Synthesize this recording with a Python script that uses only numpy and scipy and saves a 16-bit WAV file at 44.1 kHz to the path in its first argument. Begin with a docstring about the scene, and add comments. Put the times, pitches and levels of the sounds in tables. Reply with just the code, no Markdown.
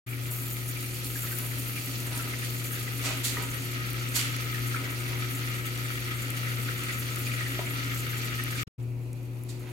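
"""In a kitchen, butter foams close by in a steel saucepan, and the boil builds up.
Tiny bursting bubbles fizz, larger ones ring the air in the pan, and water spits out of the fat.
Each stroke of a wooden spoon frees a rush of fizz; there are a few scuffs, rubs and soft knocks.
An appliance hums behind it all. Near the end the sound breaks off and resumes on a much quieter foam."""
import sys
import numpy as np
from scipy import signal
from scipy.fft import rfft, irfft
from scipy.io import wavfile
from scipy.ndimage import uniform_filter1d, map_coordinates

SR = 44100
rng = np.random.default_rng(int(sys.argv[2]) if len(sys.argv) > 2 else 0)


def to_wav(s):
    """Save 16-bit WAV."""
    ch = np.atleast_2d(s).T  # columns
    pcm = np.round(np.clip(ch, -1, 1) * 32767)  # PCM
    wavfile.write(sys.argv[1], SR, pcm.astype(np.int16))


N = 428644
T = np.arange(N) / SR
BREAK_S = 8.64  # the foam is much quieter from here on


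# The tone of the fizz. Each row: frequency in Hz, relative level in dB.
FIZZ_TONE = [(2000, -10), (5200, -16), (6400, -2), (7200, 0.5), (8100, -3.5), (9200, 0), (10200, -1.5),
             (11300, 0.5), (12700, 0.5), (14000, -2), (15800, -6)]

def fizz(level_db, bright_db, chains_per_s=32, chain_s=0.012, chain_db=2.5, walls_db=-4.5):
    """The finest bubbles burst on top; one sets off its neighbours in a chain that dies out."""
    triggers = (rng.random(N) < chains_per_s / SR) * np.minimum(rng.exponential(size=N), 3)
    chains = signal.lfilter([1], [1, -np.exp(-1 / (chain_s * SR))], triggers + 1e-18)
    bubbles = pings(bright_db) * np.sqrt(1 + undb(chain_db) * chains)
    sound = unit(bubbles) + undb(walls_db) * wall_echoes(bubbles[0], fade_s=0.0085, spots=5)
    return unit(colour(sound, FIZZ_TONE)) * undb(level_db) * stereo(0.72)


def pings(bright_db, per_s=5000, fade_s=0.0014, samples=80):
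    """Tiny bubbles each ring for an instant at their own pitch; neighbours of one size burst together."""
    start = np.flatnonzero(rng.random(N) < per_s / SR)
    hz = rng.uniform(5500, 17000, N)[start]
    weakness, length, place = np.clip(rng.standard_normal((N // 4, 3))[:len(start)].T, -2.5, 2.5)
    # bubbles close in time and pitch are louder or softer together
    cluster = map_coordinates(rng.standard_normal((1000, 40)), [T[start] * 35, hz / 800], order=1)
    t = T[:samples]
    rings = np.sin(2 * np.pi * hz[:, None] * t) * np.exp(-t / (fade_s * undb(3 * length))[:, None])
    where = (start[:, None] + np.arange(samples)).ravel()
    tilt_db = bright_db[start] * np.log2(hz / 11000)
    gains = undb(3 * cluster - weakness + tilt_db + np.outer([.5, -.5], 3 * place))
    return unit(np.array([np.bincount(where, (rings * g[:, None]).ravel(), N)[:N] for g in gains]))


# Strokes of the spoon. 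Each row: peak time in seconds, level of the freed fizz in dB, rise in seconds.
SPOON_STROKES = [(.322, -37.5, 0.016), (.68, -50.5, 0.097), (1.06, -38.5, 0.025), (1.29, -39.5, 0.1),
                 (1.8, -41, 0.34), (2.2, -47, 0.19), (2.52, -45, .12), (2.8, -47, 0.27),
                 (7.2, -44.5, 0.057)]

def foam(heave_db=0.6, stroke_fall_s=0.37):
    """Foam heaves by itself and the spoon frees more fizz: gives the level in dB and the spoon's share."""
    resting_db = build_up(-44.5, start_below_db=4.5, settle_s=0.2, calm_db=-66, regrow_db_per_s=6)
    resting = undb(resting_db + heave_db * wander(7)) ** 2
    stirred = sum((undb(db) * swell(s, rise, stroke_fall_s)) ** 2 for s, db, rise in SPOON_STROKES)
    return 10 * np.log10(resting + stirred), stirred / (resting + stirred)


# The tone of the simmer's echoes. Each row: frequency in Hz, relative level in dB.
SIMMER_TONE = [(400, -28.5), (800, -19), (1100, -28.5), (1270, 3), (1550, -8.5), (1900, 3), (2150, 1),
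               (2450, -3), (3100, -4.5), (4500, -16.5), (8000, -46.5)]

def simmer(level_db, ring_db=-3, wash_db=-4.5):
    """Larger bubbles ring the air in the pan; each stirs every note with a different strength."""
    clicks = snaps(per_s=1100, spread_db=4) * undb(wander(30))
    ring = unit(pan_air([clicks * rng.uniform(-1.33, 1, N) for _ in AIR_NOTES]))
    wash = unit(colour(wall_echoes(clicks, fade_s=0.0081, spots=4), SIMMER_TONE))
    return (undb(ring_db) * ring + undb(wash_db) * wash) * undb(level_db) * stereo(2.4)


# The notes of the air in the pan. Each row: pitch in Hz, width in Hz, relative level in dB,
# how far the left side runs ahead in radians.
AIR_NOTES = [(1268.4, 48, 3, 0.4), (1318, 103, 3, -4), (1437, 17, 2, -2), (1657, 58, -4, -2.5),
             (1920, 78, 2, 3.5), (2362, 120, -4.5, 0.5), (2640, 85, -8, -2.5), (2834, 87.5, -6.5, 2),
             (3274, 90, -5.5, 3.5), (3610, 120, -7.5, 1.5)]

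def pan_air(pushes):
    """The air in the pan rings, with one push for each note; left and right hear it out of step."""
    ring = 0
    for push, (hz, width, db, lead) in zip(pushes, AIR_NOTES):
        turn = undb(db) * np.exp(.5j * lead * np.array([[1], [-1]]))
        ring = ring + (turn * resonate(push, hz, width)).real
    return band(ring, 1310, 5000)


# The tone of the crackle. Each row: frequency in Hz, relative level in dB.
CRACKLE_TONE = [(1500, -10.5), (2500, 4), (3100, 1), (3800, 1.5), (4400, 5), (5000, 0.5), (5500, 0),
                (6200, 1), (7000, -9.5), (9000, -20.5), (16000, -19)]

def crackle(level_db):
    """Small bubbles snap under the foam and are heard by way of the pan walls."""
    clicks = snaps(per_s=4000, spread_db=3.5) * undb(1.53 * wander(40))
    echoes = wall_echoes(clicks, fade_s=0.0037, spots=12)
    return unit(colour(echoes, CRACKLE_TONE)) * undb(level_db) * stereo(-2.6)


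# The biggest bubbles. Each row: peak time in seconds, relative level in dB, pitch in Hz, fade in seconds.
BIG_POPS = [(.085, -41, 2330, .007), (.136, -36.5, 2300, .012), (.77, -36, 2404, 0.015),
            (.851, -37.5, 2400, .007), (1.162, -36, 1620, 0.014), (1.243, -35.5, 1350, 0.01),
            (1.275, -37, 1930, 0.029), (1.33, -38.5, 1550, 0.016), (1.518, -35.5, 1850, 0.009),
            (1.768, -34, 2440, 0.024), (2.199, -36, 1375, .024), (2.341, -31, 2010, 0.0082),
            (2.432, -32, 1920, 0.0089), (2.735, -38, 1580, .013), (2.881, -34.5, 2000, 0.008),
            (4.339, -36.5, 2200, .008), (4.551, -34, 1800, .01), (4.749, -29.5, 1350, 0.018),
            (4.767, -31.5, 2200, 0.013), (4.865, -36, 1950, .016), (5.446, -39, 2030, 0.01),
            (6.477, -33, 2000, .01), (6.691, -31, 1416, 0.012), (6.785, -36, 1990, .008),
            (6.898, -29.5, 1970, 0.017), (7.274, -33, 2410, 0.0074), (7.322, -34, 2390, .018),
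            (7.411, -30.5, 1920, 0.013), (7.465, -32.5, 1920, 0.0086), (7.672, -31.5, 2200, 0.016),
            (7.915, -40, 1850, .012), (8.16, -38, 2000, 0.011), (8.396, -30, 1855, 0.012),
            (8.589, -36, 2344, .01)]

def big_bubbles(simmer_db, glide=0.0607, rise_s=0.0087, extra_pops=16):
    """A large bubble collapses in a wet pop whose pitch sinks; steam roughens it and the pan rings on."""
    out = np.zeros((3, N))  # left, right and into the air of the pan
    t = T[:SR // 7] - 1 / 28  # zero at the peak of the pop
    chance = rng.uniform([0, 1400], [BREAK_S, 2620], (extra_pops, 2))
    extras = [(s, simmer_db[int(s * SR)] - 0.5, hz, 0.007) for s, hz in chance]
    for s, db, hz, fall in BIG_POPS + extras:
        phase = 2 * np.pi * np.cumsum(hz * (1 - glide * np.tanh(t / fall))) / SR
        tone = np.sqrt(2) * np.sin(phase + rng.uniform(0, np.pi, (3, 1)))
        steam = resonate(rng.standard_normal((3, len(t))), hz, width_hz=400).real
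        pop = unit(undb(-3) * tone + unit(band(steam, 1200, 3200)))
        envelope = np.exp(-(np.minimum(t, 0) / rise_s) ** 2 - np.maximum(t, 0) / fall)
        add(out, max(s + t[0], 0), undb(db - 3) * pop * envelope)
    return out[:2] + pan_air([out[2]] * len(AIR_NOTES))


# The sharpest spits of fat. Each row: start in seconds, relative level in dB,
# how much louder the left side is in dB, fade of the spray in seconds.
FAT_SPITS = [(.3119, -24, 2, .008), (.773, -28, 5, .001), (1.0452, -23, -1, .003), (1.3264, -30, 3, .004),
             (1.3855, -21, 12, .006), (1.8828, -28, 2, .003), (1.8922, -33, 1, .001),
             (2.1765, -21, 4, .003), (2.2254, -23, 0, .004), (2.657, -23, 3, .002), (2.7948, -24, 0, .003),
             (2.9811, -27, 12, .001), (2.9943, -28, 4, .003), (3.7228, -30, 9, .0007),
             (3.7374, -27.5, 10, .0007), (3.902, -27, -1, .007), (3.931, -23, -1, .002),
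             (4.326, -29, -2, .005), (4.365, -26, 0, .003), (5.1494, -33.5, 5, .0007),
             (5.7759, -25, 13, .0006), (5.9556, -29, 10, .0007), (6.303, -21.5, 8, .002),
             (6.8374, -24, 11, .0006), (7.0771, -30, 5, .0006), (7.1603, -24, 17, .0006),
             (8.1725, -28, 11, .0006), (8.4381, -17, 5, .001), (9.131, -30, 0, 0.0012),
             (9.4363, -29.5, 3, 0.0014)]

def spits(fizz_db, spray_db=-12, extra_spits=260):
    """A water droplet bursts out of the fat: a snap and a brief spray, each with its own brightness."""
    out, t = np.zeros((2, N)), T[:SR // 30]
    chance = rng.uniform([0, 1 / 30, -1], [T[-1], 1, 1], (extra_spits, 3))
    extras = [(s, fizz_db[int(s * SR)] + 6 - np.log(odds), 3 - 3 * place, 0.00046)
              for s, odds, place in chance]
    for s, db, left_db, fall in FAT_SPITS + extras:
        burst = (t == 0) + undb(spray_db) * rng.standard_normal(len(t)) * np.exp(-t / fall)
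        low_hz = rng.uniform(6000, 10000)
        snap = band(burst, low_hz, low_hz + 6000)
        add(out, s, undb(db - 2) * snap / abs(snap).max() * stereo(left_db))
    return out


# The tone of a scuff. Each row: frequency in Hz, relative level in dB.
SCUFF_TONE = [(300, -21), (900, -13.5), (1500, -6.5), (2400, 3.5), (3100, 7.5), (4100, 4), (5400, -3),
              (7000, 0), (10000, -6), (13000, -7.5), (16000, -13)]
# Scuffs beside the stove; the row at 8.6 s is the spoon shifting in the pan. Each row: peak time in seconds, #
# relative level in dB, rise in seconds, then for its sharp edge: fade in seconds, boost in dB, highest
# frequency in Hz.
SCUFFS = [(3.061, -27.5, 0.0262, 0.046, -2, 9500), (3.252, -26, 0.013, 0.05, 3.5, 17000),
          (4.166, -22, 0.017, 0.049, 1, 15100), (8.6, -39, 0.064, 0.018, -0.5, 6900),
          (9.497, -42.5, 0.0097, 0.023, 2.5, 12000)]

def scuffs(split_hz=6800, linger=1.38):
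    """Brief dry brushing; the treble arrives straight, the rest from all around."""
    around = band(rng.standard_normal((2, N)), 200, split_hz) * stereo(-1.2)
    straight = band(rng.standard_normal(N), split_hz, 19000)
    brush = colour(around + straight, SCUFF_TONE) * undb(wander(300))
    dull = band(brush, 200, 3840)
    body = edge = 0
    for s, db, rise, fall, edge_db, top_hz in SCUFFS:
        body += dull * undb(db) * swell(s, rise, linger * fall)  # outlasts the edge
        edge += band(brush, 3160, top_hz) * undb(db + edge_db) * swell(s, rise, fall)
    return body + edge * stereo(-2.4)


# The notes of the pan when knocked or rubbed. Each row: pitch in Hz, relative level in dB,
# seconds to fade by 60 dB.
PAN_NOTES = [(338, 1, 0.032), (414, 6.5, 0.035), (620, -1.5, 0.024), (671, 2, 0.04), (780, -6, .04),
             (960, 3.5, 0.052), (1243, 3.5, 0.03), (1930, 5, 0.03), (2200, -2.5, .02)]
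# Soft knocks. Each row: start in seconds, peak level in dB, favoured pitch in Hz.
PAN_KNOCKS = [(3.105, -34, 690), (3.369, -23.5, 1740), (3.379, -31, 438), (3.427, -39.5, 1000),
              (7.591, -24.5, 620), (7.603, -35, 1100)]

def knocks(rattle=0.35):
    """The pan bumps dully on its grate; each bump favours a different range of its notes."""
    out, t = np.zeros((2, N)), T[:SR // 4]
    for s, db, favoured_hz in PAN_KNOCKS:
        push = np.exp(-t / 0.00047) * (1 + rattle * rng.standard_normal(len(t)))
        ring = 0
        for hz, note_db, ring_s in PAN_NOTES:
            octaves_away = np.log2(hz / favoured_hz)
            ring += undb(note_db - 28 * octaves_away ** 2 - 60 * t / ring_s) * np.sin(2 * np.pi * hz * t)
        bump = signal.fftconvolve(push, ring)[:len(t)] * (1 - np.exp(-t / 0.0014))
        add(out, s, undb(db) * bump / abs(bump).max())
    return out


# The tone of the spoon's scraping. 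Each row: frequency in Hz, relative level in dB.
SPOON_TONE = [(150, -9), (350, -5), (700, -3.5), (1100, -5), (2200, -8.5), (4000, -11.5), (10000, -34)]
# Soft rubs. Each row: peak time in seconds, relative level in dB, rise in seconds, fade in seconds.
SPOON_RUBS = [(.3, -47.5, 0.036, 0.2), (1.41, -46, 0.03, 0.11), (2.11, -43, 0.073, 0.2),
              (3.1, -36.5, 0.074, 0.048), (3.41, -39, 0.051, 0.046), (4.87, -43.5, 0.083, 0.06),
              (5.14, -43, 0.075, 0.053), (7.78, -55, .06, 0.113), (9.68, -51.5, 0.1, 0.13)]

def rubs():
    """Wood slides on steel in small slips that ring the pan, muffled by the butter."""
    pressure = sum(undb(db - 3) * swell(s, rise, fall) for s, db, rise, fall in SPOON_RUBS)
    slips = snaps(per_s=1200, spread_db=4)
    slips = slips + wall_echoes(slips, fade_s=0.00092, spots=2)
    ring = sum(undb(db) * resonate(slips, hz, np.log(1000) / (np.pi * ring_s)).real
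               for hz, db, ring_s in PAN_NOTES)
    grit = colour(slips, SPOON_TONE)
    return (undb(-3) * unit(ring) + undb(-5) * unit(grit)) * pressure


# The notes of the hum. Each row: pitch in Hz, relative level in dB, how much louder the left side is
# in dB, how far it runs ahead in radians, waver in dB.
HUM_NOTES = [(120.06, -34, 5, -0.13, 1), (239.6, -57, -2, -0.1, 3), (360.6, -50.5, -1.5, -0.7, 2)]

def appliance_hum(opening_db=2, opening_s=0.35):
    """Mains power hums in wavering notes, louder for a moment each time the sound comes on."""
    hum = 0
    for hz, db, left_db, lead, waver_db in HUM_NOTES:
        phase = 2 * np.pi * hz * T + lead * np.array([[.5], [-.5]]) + 0.028 * waver_db * wander(3.5)
        hum += np.sqrt(2) * np.sin(phase) * undb(db + waver_db * wander(6)) * stereo(left_db)
    opening = np.max([(T > s) * np.exp(-((T - s) / opening_s) ** 2) for s, _, _ in HEARD_SPANS], axis=0)
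    return hum * undb(build_up(0.33, start_below_db=3.5, settle_s=4, calm_db=-3) + opening_db * opening)


# Low drones of the appliance. Each row: pitch in Hz, width in Hz, relative level in dB.
DRONES = [(155.2, 7.3, -57), (272.5, 17, -50.5)]
# The tone of its rushing air. Each row: frequency in Hz, relative level in dB.
RUSH_TONE = [(20, -17.5), (35, -9.5), (52, 2.5), (70, -2), (95, 0.5), (160, -3.5), (200, -4.5), (280, 0),
             (400, -8), (500, -7.5), (650, -15), (1000, -20), (1700, -29.5), (2500, -19), (3200, -34),
             (5000, -40.5), (8000, -38.5)]

def appliance_air():
    """The appliance drones and its air rushes, alike on both sides only in the bass."""
    drone = sum(undb(db) * unit(band(rng.standard_normal(N), hz - width / 2, hz + width / 2))
                for hz, width, db in DRONES)
    middle, side = rng.standard_normal((2, N))
    side = (0.28 * side + 0.5 * band(side, 376, 18000)) * np.array([[1], [-1]])
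    rush = undb(-44) * unit(colour(middle + side, RUSH_TONE))
    growth_db = build_up(.5, start_below_db=3.5, settle_s=1.3, calm_db=-3)
    return (rush + drone * stereo(-1.5)) * undb(growth_db)


def kitchen(x, ring_s=0.41):
    """Hard walls give a short echo that loses the treble."""
    t = T[:SR // 2]
    tail = unit(rng.standard_normal((2, len(t))) * undb(-60 * t / ring_s) * (t > .005)) / np.sqrt(len(t))
    return signal.oaconvolve(x, band(tail, 150, 6500), axes=1)[:, :N]


def wall_echoes(clicks, fade_s, spots):
    """Clicks from several spots bounce between the steel walls and reach each side by their own paths."""
    t = T[:SR // 40]
    spot = rng.integers(0, spots, N)
    paths = rng.standard_normal((spots, 2, len(t))) * np.exp(-t / fade_s)
    echoes = sum(signal.oaconvolve((clicks * (spot == k))[None], paths[k], axes=1) for k in range(spots))
    return unit(echoes)[:, :N]


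def snaps(per_s, spread_db):
    """Clicks at random moments, a few much larger than the rest."""
    size = undb(spread_db * np.minimum(rng.standard_normal(N), 3))
    return unit((rng.random(N) < per_s / SR) * size * rng.choice([-1, 1], N))


def build_up(full_db, start_below_db, settle_s, calm_db, regrow_db_per_s=0):
    """A level in dB that climbs toward full_db, then restarts from calm_db after the break."""
    climbing = full_db - start_below_db * np.exp(-T / settle_s)
    return np.where(T < BREAK_S, climbing, calm_db + regrow_db_per_s * (T - BREAK_S))


def swell(s, rise, fall):
    """A rounded rise up to time s, then a fade."""
    out = np.zeros(N)
    near = slice(max(int((s - 3 * rise) * SR), 0), int((s + 8 * fall) * SR))
    t = T[near] - s
    out[near] = np.exp(-(np.minimum(t, 0) / rise) ** 2 - np.maximum(t, 0) / fall)
    return out


def wander(per_s):
    """A random drift with a typical size of 1."""
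    points = rng.standard_normal(int(N / SR * per_s) + 2)
    return unit(np.interp(T * per_s, np.arange(len(points)), points))


def colour(x, tone, size=4096):
    """Shape a sound with a tone table, keeping the power of white noise."""
    hz, db = np.transpose(tone)
    grid = np.maximum(np.arange(size // 2 + 1) * SR / size, 1)
    gains = unit(undb(np.interp(np.log(grid), np.log(hz), db)))
    # build the filter so that it never rings ahead of a click
    cepstrum = irfft(np.log(gains))
    response = irfft(np.exp(rfft(2 * cepstrum[:size // 2], size) - cepstrum[0]))
    return signal.oaconvolve(np.atleast_2d(x), response[None], axes=1)[:, :N]


def resonate(x, hz, width_hz):
    """Ring at one pitch; the result is in complex numbers, so its phase can be turned."""
    pole = np.exp((2j * hz - width_hz) * np.pi / SR)
    return signal.lfilter([1 - abs(pole)], [1, -pole], x + 1e-18)


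def band(x, low_hz, high_hz):
    """Keep what lies between two frequencies."""
    return signal.sosfilt(signal.butter(2, [low_hz, high_hz], "band", fs=SR, output="sos"), x + 1e-18)


def add(out, s, sound):
    """Mix a short sound in at time s."""
    start = int(s * SR)
    out[:, start:start + sound.shape[-1]] += sound[..., :max(N - start, 0)]


def undb(db):
    """Turn decibels into a gain."""
    return np.exp(np.asarray(db) * (np.log(10) / 20))


def unit(x):
    """Scale to an average power of 1."""
    return x / np.sqrt(np.mean(x ** 2))


def stereo(left_db):
    """Left and right gains, with the left louder by left_db."""
    return undb(np.array([[left_db], [-left_db]]) / 2)


def scene():
    """The butter is near and fairly dry; scuffs, rubs and knocks echo more in the room."""
    fizz_db, stirring = foam()
    # young foam and stirred foam have finer bubbles, which brighten the fizz (dB per octave)
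    bright_db = 5 * np.exp(-T / 1.5) + 3.5 * stirring
    simmer_db = build_up(-37, start_below_db=9, settle_s=3, calm_db=-73.5, regrow_db_per_s=16)
    simmer_db -= 2 * stirring  # the simmer dips a little with each stroke
    crackle_db = build_up(-44, start_below_db=9, settle_s=0.52, calm_db=-67.5, regrow_db_per_s=6)
    butter = simmer(simmer_db) + crackle(crackle_db) + fizz(fizz_db, bright_db)
    butter += big_bubbles(simmer_db) + spits(fizz_db)
    handling = scuffs() + rubs() + knocks()
    echo = kitchen(undb(-9) * butter + undb(-1) * handling)
    return butter + handling + echo + appliance_hum() + appliance_air()


# The stretches in which the sound is on. Each row: start in seconds, end in seconds, gain.
HEARD_SPANS = [(.063, 8.633, 1.), (8.669, 8.68, .8), (8.78, 10, 1.)]

def record(dry, fade_in_s=0.0077, top_hz=16000):
    """Each stretch fades in quickly and stops abruptly, and the highest treble is cut."""
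    on = sum(gain * (1 - np.exp(-np.maximum(T - start, 0) / fade_in_s)) * (T < end)
             for start, end, gain in HEARD_SPANS)
    treble_cut = signal.ellip(12, .1, 75, top_hz, fs=SR, output="sos")
    return signal.sosfilt(treble_cut, dry * uniform_filter1d(on, size=90))


dry = scene()
out = record(dry)
to_wav(out)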